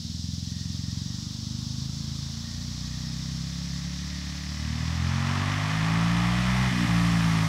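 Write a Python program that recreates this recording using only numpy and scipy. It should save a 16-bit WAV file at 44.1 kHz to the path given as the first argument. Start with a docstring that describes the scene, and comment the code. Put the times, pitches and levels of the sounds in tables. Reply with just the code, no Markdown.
"""Quad bike across a lawn

A distant single-cylinder four-stroke pulls from a slow thump up to speed and turns to the listener.
Each cycle sends an exhaust beat and an intake beat through the booming pipe; the throttle shuts
briefly near 6.7 s. Growl, valve clatter and gas rasp grow as it nears, over insects and open air."""
import sys
import numpy as np
from scipy import signal
from scipy.fft import rfft, irfft
from scipy.io import wavfile
from scipy.ndimage import uniform_filter1d

SR = 44100
rng = np.random.default_rng(int(sys.argv[2]) if len(sys.argv) > 2 else 0)


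def persist_wave(psi):
    """Save psi, clipped to +-1, as 16-bit WAV."""
    counts = np.round(np.clip(psi, -1, 1) * 32767).astype(np.int16)
    wavfile.write(sys.argv[1], SR, np.atleast_2d(counts).T)


N = 329868
TIME = np.arange(N) / SR

# time_s, firing_hz
FIRING_RATE = [(0.0, 20.28), (0.27, 21.47), (0.98, 22.33), (1.12, 24.18), (1.65, 25.5), (2.0, 27.47),
               (2.21, 26.9), (2.5, 29.18), (3.14, 32.0), (3.37, 32.93), (3.62, 34.62), (3.77, 34.35),
               (4.08, 35.85), (4.35, 35.9), (4.69, 38.27), (5.79, 53.53), (6.54, 62.35), (6.65, 63.6),
               (6.81, 58.9), (6.94, 57.53), (7.1, 57.28), (7.42, 53.8), (7.48, 53.96)]
# time_s, shut_fraction
THROTTLE_SHUT = [(6.685, 0.03), (6.718, 1), (6.85, 1), (6.885, 0)]
# time_s, rasp_db, clatter_db
APPROACH_LEVELS = [(0, -75, -66), (.8, -60.5, -60), (1.6, -58.5, -66.5), (2.2, -57.5, -59.5),
                   (3.9, -55, -49.5), (4.55, -51.5, -46.5), (5.3, -36.5, -38), (6.5, -36, -35),
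                   (7.48, -37.5, -36.8)]

def quad_bike():
    """One engine cycle drives boom, rasp, clatter and growl; the trees echo the whole machine."""
    firing_hz, = curves(FIRING_RATE)
    shut, = curves(THROTTLE_SHUT)
    rasp_db, clatter_db = curves(APPROACH_LEVELS)
    revs_oct = np.log2(firing_hz / 35)  # re cruising speed
    cycles = np.cumsum(firing_hz) / SR
    low = pipe_boom(gas_beats(cycles, firing_hz, revs_oct, shut), shut)
    high = undb(rasp_db - 1.5 * shut) * gas_rasp(cycles)
    high += undb(clatter_db) * valve_clatter(cycles, firing_hz)
    high += undb(rasp_db - 9 + 11 * revs_oct - 8 * shut) * growl(cycles)
    high += chassis_squeaks()
    high += machine_hum(revs_oct)
    high += close_hiss()
    # long waves pass through the trees, short ones scatter back
    echo = tree_echo(undb(-24) * low + undb(-12) * high)
    return low + high + echo


def beat_shape(firing_hz, revs_oct, turn_start_s=4.46, turn_length_s=0.3):
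    """Brightness, intake strength and intake lag follow revs, resonances and the bike's heading."""
    head_on = np.clip((TIME - turn_start_s) / turn_length_s, 0, 1)
    airbox = resonance(firing_hz, centre_hz=36.2, width_hz=3.5)
    pipe_on_tune = resonance(firing_hz, centre_hz=52.3, width_hz=8.9)
    tilt_db_per_oct = 2 - 1.5 * airbox
    side_gain = -0.34 - 0.49 * airbox
    front_gain = 0.12 * undb(21.5 * revs_oct)
    intake_gain = side_gain * (1 - head_on) + front_gain * head_on
    lag_cycles = 0.3143 + 0.02 * revs_oct + 0.065 * pipe_on_tune
    return tilt_db_per_oct, intake_gain, lag_cycles


def gas_beats(cycles, firing_hz, revs_oct, shut, overrun_lag_cycles=0.442, scatter_db=0.41):
    """One rounded exhaust beat and one intake beat per cycle, each cycle a little uneven."""
    tilt_db_per_oct, intake_gain, lag_cycles = beat_shape(firing_hz, revs_oct)
    # throttle shut: thinner, later beats and a choked intake
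    tilt_db_per_oct += 5.5 * shut
    pulses = [(1 - shut, cycle_angle(cycles)),
              (intake_gain * (1 - shut), cycle_angle(cycles - lag_cycles)),
              (shut, cycle_angle(cycles - overrun_lag_cycles)),
              (0.17 * shut, cycle_angle(cycles - overrun_lag_cycles - lag_cycles))]
    beats = np.zeros(N)
    for k in range(1, 22):
        tilt = undb(tilt_db_per_oct * np.log2(k * firing_hz / 140))
        rolloff = np.clip((500 - k * firing_hz) / 100, 0, 1)  # valves open gradually
        beats += tilt * rolloff * sum(gain * np.cos(k * angle) for gain, angle in pulses)
    unevenness = rng.standard_normal(512)[np.round(cycles).astype(int) % 512]
    return beats * undb(scatter_db * uniform_filter1d(unevenness, size=128))


# time_s, level_db
ENGINE_EFFORT = [(0, -39.5), (.5, -37.5), (.8, -36.5), (1.03, -36), (1.35, -38.5), (1.55, -35.5),
                 (2.35, -39), (2.75, -35.5), (3.4, -36.5), (4.42, -37), (4.7, -30), (4.97, -31), (5.3, -27),
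                 (5.6, -26.5), (5.85, -25), (6.6, -24), (6.95, -23.5), (7.48, -24.5)]
# freq_hz, gain_db
PIPE_OUTLINE = [(25, -63), (38, -59), (46, -16), (57, -2.5), (100, -1), (200, -15), (265, -18), (300, -19),
                (322, -57), (450, -39)]
# centre_hz, width_hz, gain_db
PIPE_AIR_MODES = [(84.4, 12.5, 6), (131, 18.5, 1.5), (165.9, 31.1, -0.4), (225.5, 24.7, -4.5),
                  (286.8, 10.4, -19.5), (391, 12, -36)]

def pipe_boom(beats, shut):
    """Beats and turbulent gas ring the pipe and airbox, louder as the engine pulls harder."""
    turbulence = undb(-10) * noise([(30, -3), (400, 15), (800, -44), (2000, -75)])
    boom = colour(beats + turbulence, PIPE_OUTLINE, PIPE_AIR_MODES)
    effort_db, = curves(ENGINE_EFFORT)
    falter_db = -3 * np.sin(np.pi * shut)  # as the throttle shuts and reopens
    waver_db = 0.42 * walk(rate_hz=7)
    return -undb(effort_db - 0.5 * shut + falter_db + waver_db) * boom


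# freq_hz, density_db
RASP_SPECTRUM = [(200, -6.5), (480, -16.5), (700, -9), (930, -6.5), (1130, -1), (1350, -5.5), (1550, -8),
                 (3000, -17.5), (12000, -65)]

def gas_rasp(cycles, puff_cycles=0.11):
    """Gas hisses hardest just after each firing."""
    puff = 1.4 + np.exp(-(cycles % 1) / puff_cycles)
    return unit(colour(puff * rng.standard_normal(N), RASP_SPECTRUM))


# phase_cycles, level_db
VALVE_PISTON_KNOCKS = [(.02, 0), (.12, -3), (.36, -10), (.68, -10)]
# freq_hz, gain_db
BLOCK_OUTLINE = [(400, -27.5), (1350, -23.5), (1700, -3.5), (1950, -1), (2250, -7.5), (2750, -9.5),
                 (3500, -10.5), (5500, -24), (8000, -26.5), (13000, -48.5)]
# centre_hz, width_hz, gain_db
METAL_MODES = [(2130, 19, -5), (2477, 61, -4.5), (3000, 56, -6)]

def valve_clatter(cycles, firing_hz, jitter_s=0.00005, scatter_db=1.4, ring_s=0.004, size=1024):
    """Valve and piston knocks, once a cycle each, and sliding noise leave through the ringing block."""
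    knocks = np.zeros(N)
    whole_cycles = np.arange(1, int(cycles[-1]))
    for phase_cycles, level_db in VALVE_PISTON_KNOCKS:
        lateness, strength = rng.standard_normal((size, 2))[:len(whole_cycles)].T
        hit_s = np.interp(whole_cycles + phase_cycles, cycles, TIME) + jitter_s * lateness
        hit_samples = np.clip(hit_s * SR, 0, N - 1).astype(int)
        blows = np.bincount(hit_samples, undb(level_db + scatter_db * strength), N)
        ring = rng.standard_normal(size) * np.exp(-np.arange(size) / SR / ring_s)
        knocks += signal.fftconvolve(blows, unit(ring))[:N]
    knocks = unit(knocks) * np.sqrt(np.mean(firing_hz) / firing_hz)  # same power at any revs
    sliding = rng.standard_normal(N)
    return unit(colour(sliding + knocks, BLOCK_OUTLINE, METAL_MODES))


# freq_hz, gain_db
BODY_OUTLINE = [(250, -33.5), (480, -23.5), (600, -7), (720, -2.5), (830, -11), (950, -2), (1300, -1),
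                (1500, -20), (2000, -6), (2600, -27), (4000, -23.5)]
# centre_hz, width_hz, gain_db
BODY_MODES = [(380, 25, -2), (715, 50, 0), (822, 35, 4), (880, 30, 1), (1155, 45, 3), (1981, 40, -2),
              (2080, 40, 1)]

def growl(cycles, waver_db=1.0, count=42):
    """High firing overtones pass through the body, each wavering on its way over the grass."""
    phases = cycle_angle(rng.random(count))
    angle = cycle_angle(cycles)
    overtones = np.zeros(N)
    for k in range(6, count):
        overtones += undb(waver_db * walk(rate_hz=6)) * np.cos(k * angle + phases[k])
    return unit(colour(overtones, BODY_OUTLINE, BODY_MODES))


# peak_s, length_s, level_db
SQUEAK_EVENTS = [(0.601, 0.33, -60.5), (0.907, 0.17, -58), (1.13, .2, -56.5), (2.55, .35, -58),
                 (2.971, .35, -55), (4.15, .7, -56)]

def chassis_squeaks():
    """The chassis squeaks on bumpy grass, swelling and fading raggedly in one narrow resonance."""
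    swell = np.zeros(N)
    for peak_s, length_s, level_db in SQUEAK_EVENTS:
        swell += undb(level_db) * np.cos(np.pi * np.clip((TIME - peak_s) / length_s, -0.5, 0.5))
    ragged = undb(2.9 * walk(rate_hz=35) - 1)
    return swell * ragged * noise([(500, -57), (1860, -35), (6000, -48)], modes=[(1863, 91, 0)])


def machine_hum(revs_oct):
    """The moving machine hums in a narrow band, louder with the revs."""
    hum = noise([(200, -46), (600, -5.5), (2000, -43)], modes=[(585, 44, 0)])
    return undb(-63 + 14 * revs_oct) * hum


# freq_hz, density_db
HISS_SPECTRUM = [(2000, -20), (6000, 2.5), (8000, 0.5), (10000, -3.5), (12500, -7.5), (15500, -23)]

def close_hiss(near_s=7, rise_db_per_s=5.5):
    """Fine hiss carries only a short way, so it swells until the bike is near."""
    level_db = -49.5 + rise_db_per_s * np.minimum(TIME - near_s, 0)
    return undb(level_db) * noise(HISS_SPECTRUM, modes=[(9200, 400, 3), (12273, 130, -1)])


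def tree_echo(sound, delay_s=0.04, t60_s=0.8, size=32768):
    """Trunks and leaves scatter a late, diffuse echo."""
    t = np.arange(size) / SR
    response = rng.standard_normal(size) * (t > delay_s) * np.exp(-np.log(1000) * t / t60_s)
    return signal.fftconvolve(sound, response / np.sqrt(np.sum(response ** 2)))[:N]


# freq_hz, density_db
INSECT_SPECTRUM = [(2200, -24.5), (2900, -9.5), (3550, -0.5), (4500, 1.5), (5400, 4), (6200, -1.5),
                   (7000, -7.5), (8000, -12), (8900, -22), (10500, -21), (12000, -25.5), (15500, -30)]
# time_s, swell_db
INSECT_SWELL = [(0, -41), (1.5, -41), (3, -40.5), (4.5, -41.5), (6, -43), (7.48, -41)]

def insects(flicker_db=0.48, trim_db=-0.6):
    """Many far insects merge into a high sizzle that flickers a little."""
    swell_db, = curves(INSECT_SWELL)
    return noise(INSECT_SPECTRUM) * undb(swell_db + trim_db + flicker_db * walk(rate_hz=70))


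# freq_hz, density_db
AIR_SPECTRUM = [(20, -60), (60, 3), (200, 5.5), (400, -20), (1000, -22), (3000, -26), (15000, -37.5)]

def open_air(level_db=-46.5):
    """Soft, slowly shifting outdoor rumble."""
    return noise(AIR_SPECTRUM) * undb(level_db + walk(rate_hz=0.97))


def undb(db):
    """Decibels to gain."""
    return np.exp(np.asarray(db) * (np.log(10) / 20))


def unit(x):
    """Scale to rms 1."""
    return x / np.sqrt(np.mean(x ** 2))


def curves(table):
    """Table columns, interpolated linearly in time."""
    time_s, *columns = np.transpose(table)
    return [np.interp(TIME, time_s, column) for column in columns]


def walk(rate_hz):
    """Random values joined by straight lines, rms 1."""
    steps = rng.standard_normal(int(TIME[-1] * rate_hz) + 2)
    return unit(np.interp(TIME * rate_hz, np.arange(len(steps)), steps))


def cycle_angle(cycles):
    """Cycles to radians within the cycle."""
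    return (2 * np.pi * (cycles % 1)).astype(np.float32)


def resonance(firing_hz, centre_hz, width_hz):
    """1 where the firing rate meets a resonance, 0 far from it."""
    return np.exp(-((firing_hz - centre_hz) / width_hz) ** 2)


def colour(x, outline, modes=(), size=32768):
    """Minimum-phase filter: a (freq_hz, gain_db) outline plus narrow resonances."""
    bin_hz = np.maximum(np.arange(size // 2 + 1) * SR / size, 1)
    freq_hz, gain_db = np.transpose(outline)
    power = undb(np.interp(np.log(bin_hz), np.log(freq_hz), gain_db)) ** 2
    for centre_hz, width_hz, mode_db in modes:
        power += undb(mode_db) ** 2 / (1 + (2 * (bin_hz - centre_hz) / width_hz) ** 2) ** 2
    cepstrum = irfft(np.log(power) / 2)
    cepstrum[1:size // 2] *= 2
    cepstrum[size // 2 + 1:] = 0
    return signal.fftconvolve(x, irfft(np.exp(rfft(cepstrum))))[:N]


def noise(outline, modes=()):
    """Coloured noise, rms 1."""
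    return unit(colour(rng.standard_normal(N), outline, modes))


def scene():
    """Quad bike, insects and open air in one channel."""
    return (quad_bike() + insects() + open_air())[None]


def record(dry):
    """Steep low-pass on the top treble."""
    cutoff_hz = 15720
    return signal.sosfilt(signal.ellip(12, 0.1, 80, cutoff_hz, fs=SR, output="sos"), dry)


dry = scene()
out = record(dry)
persist_wave(out)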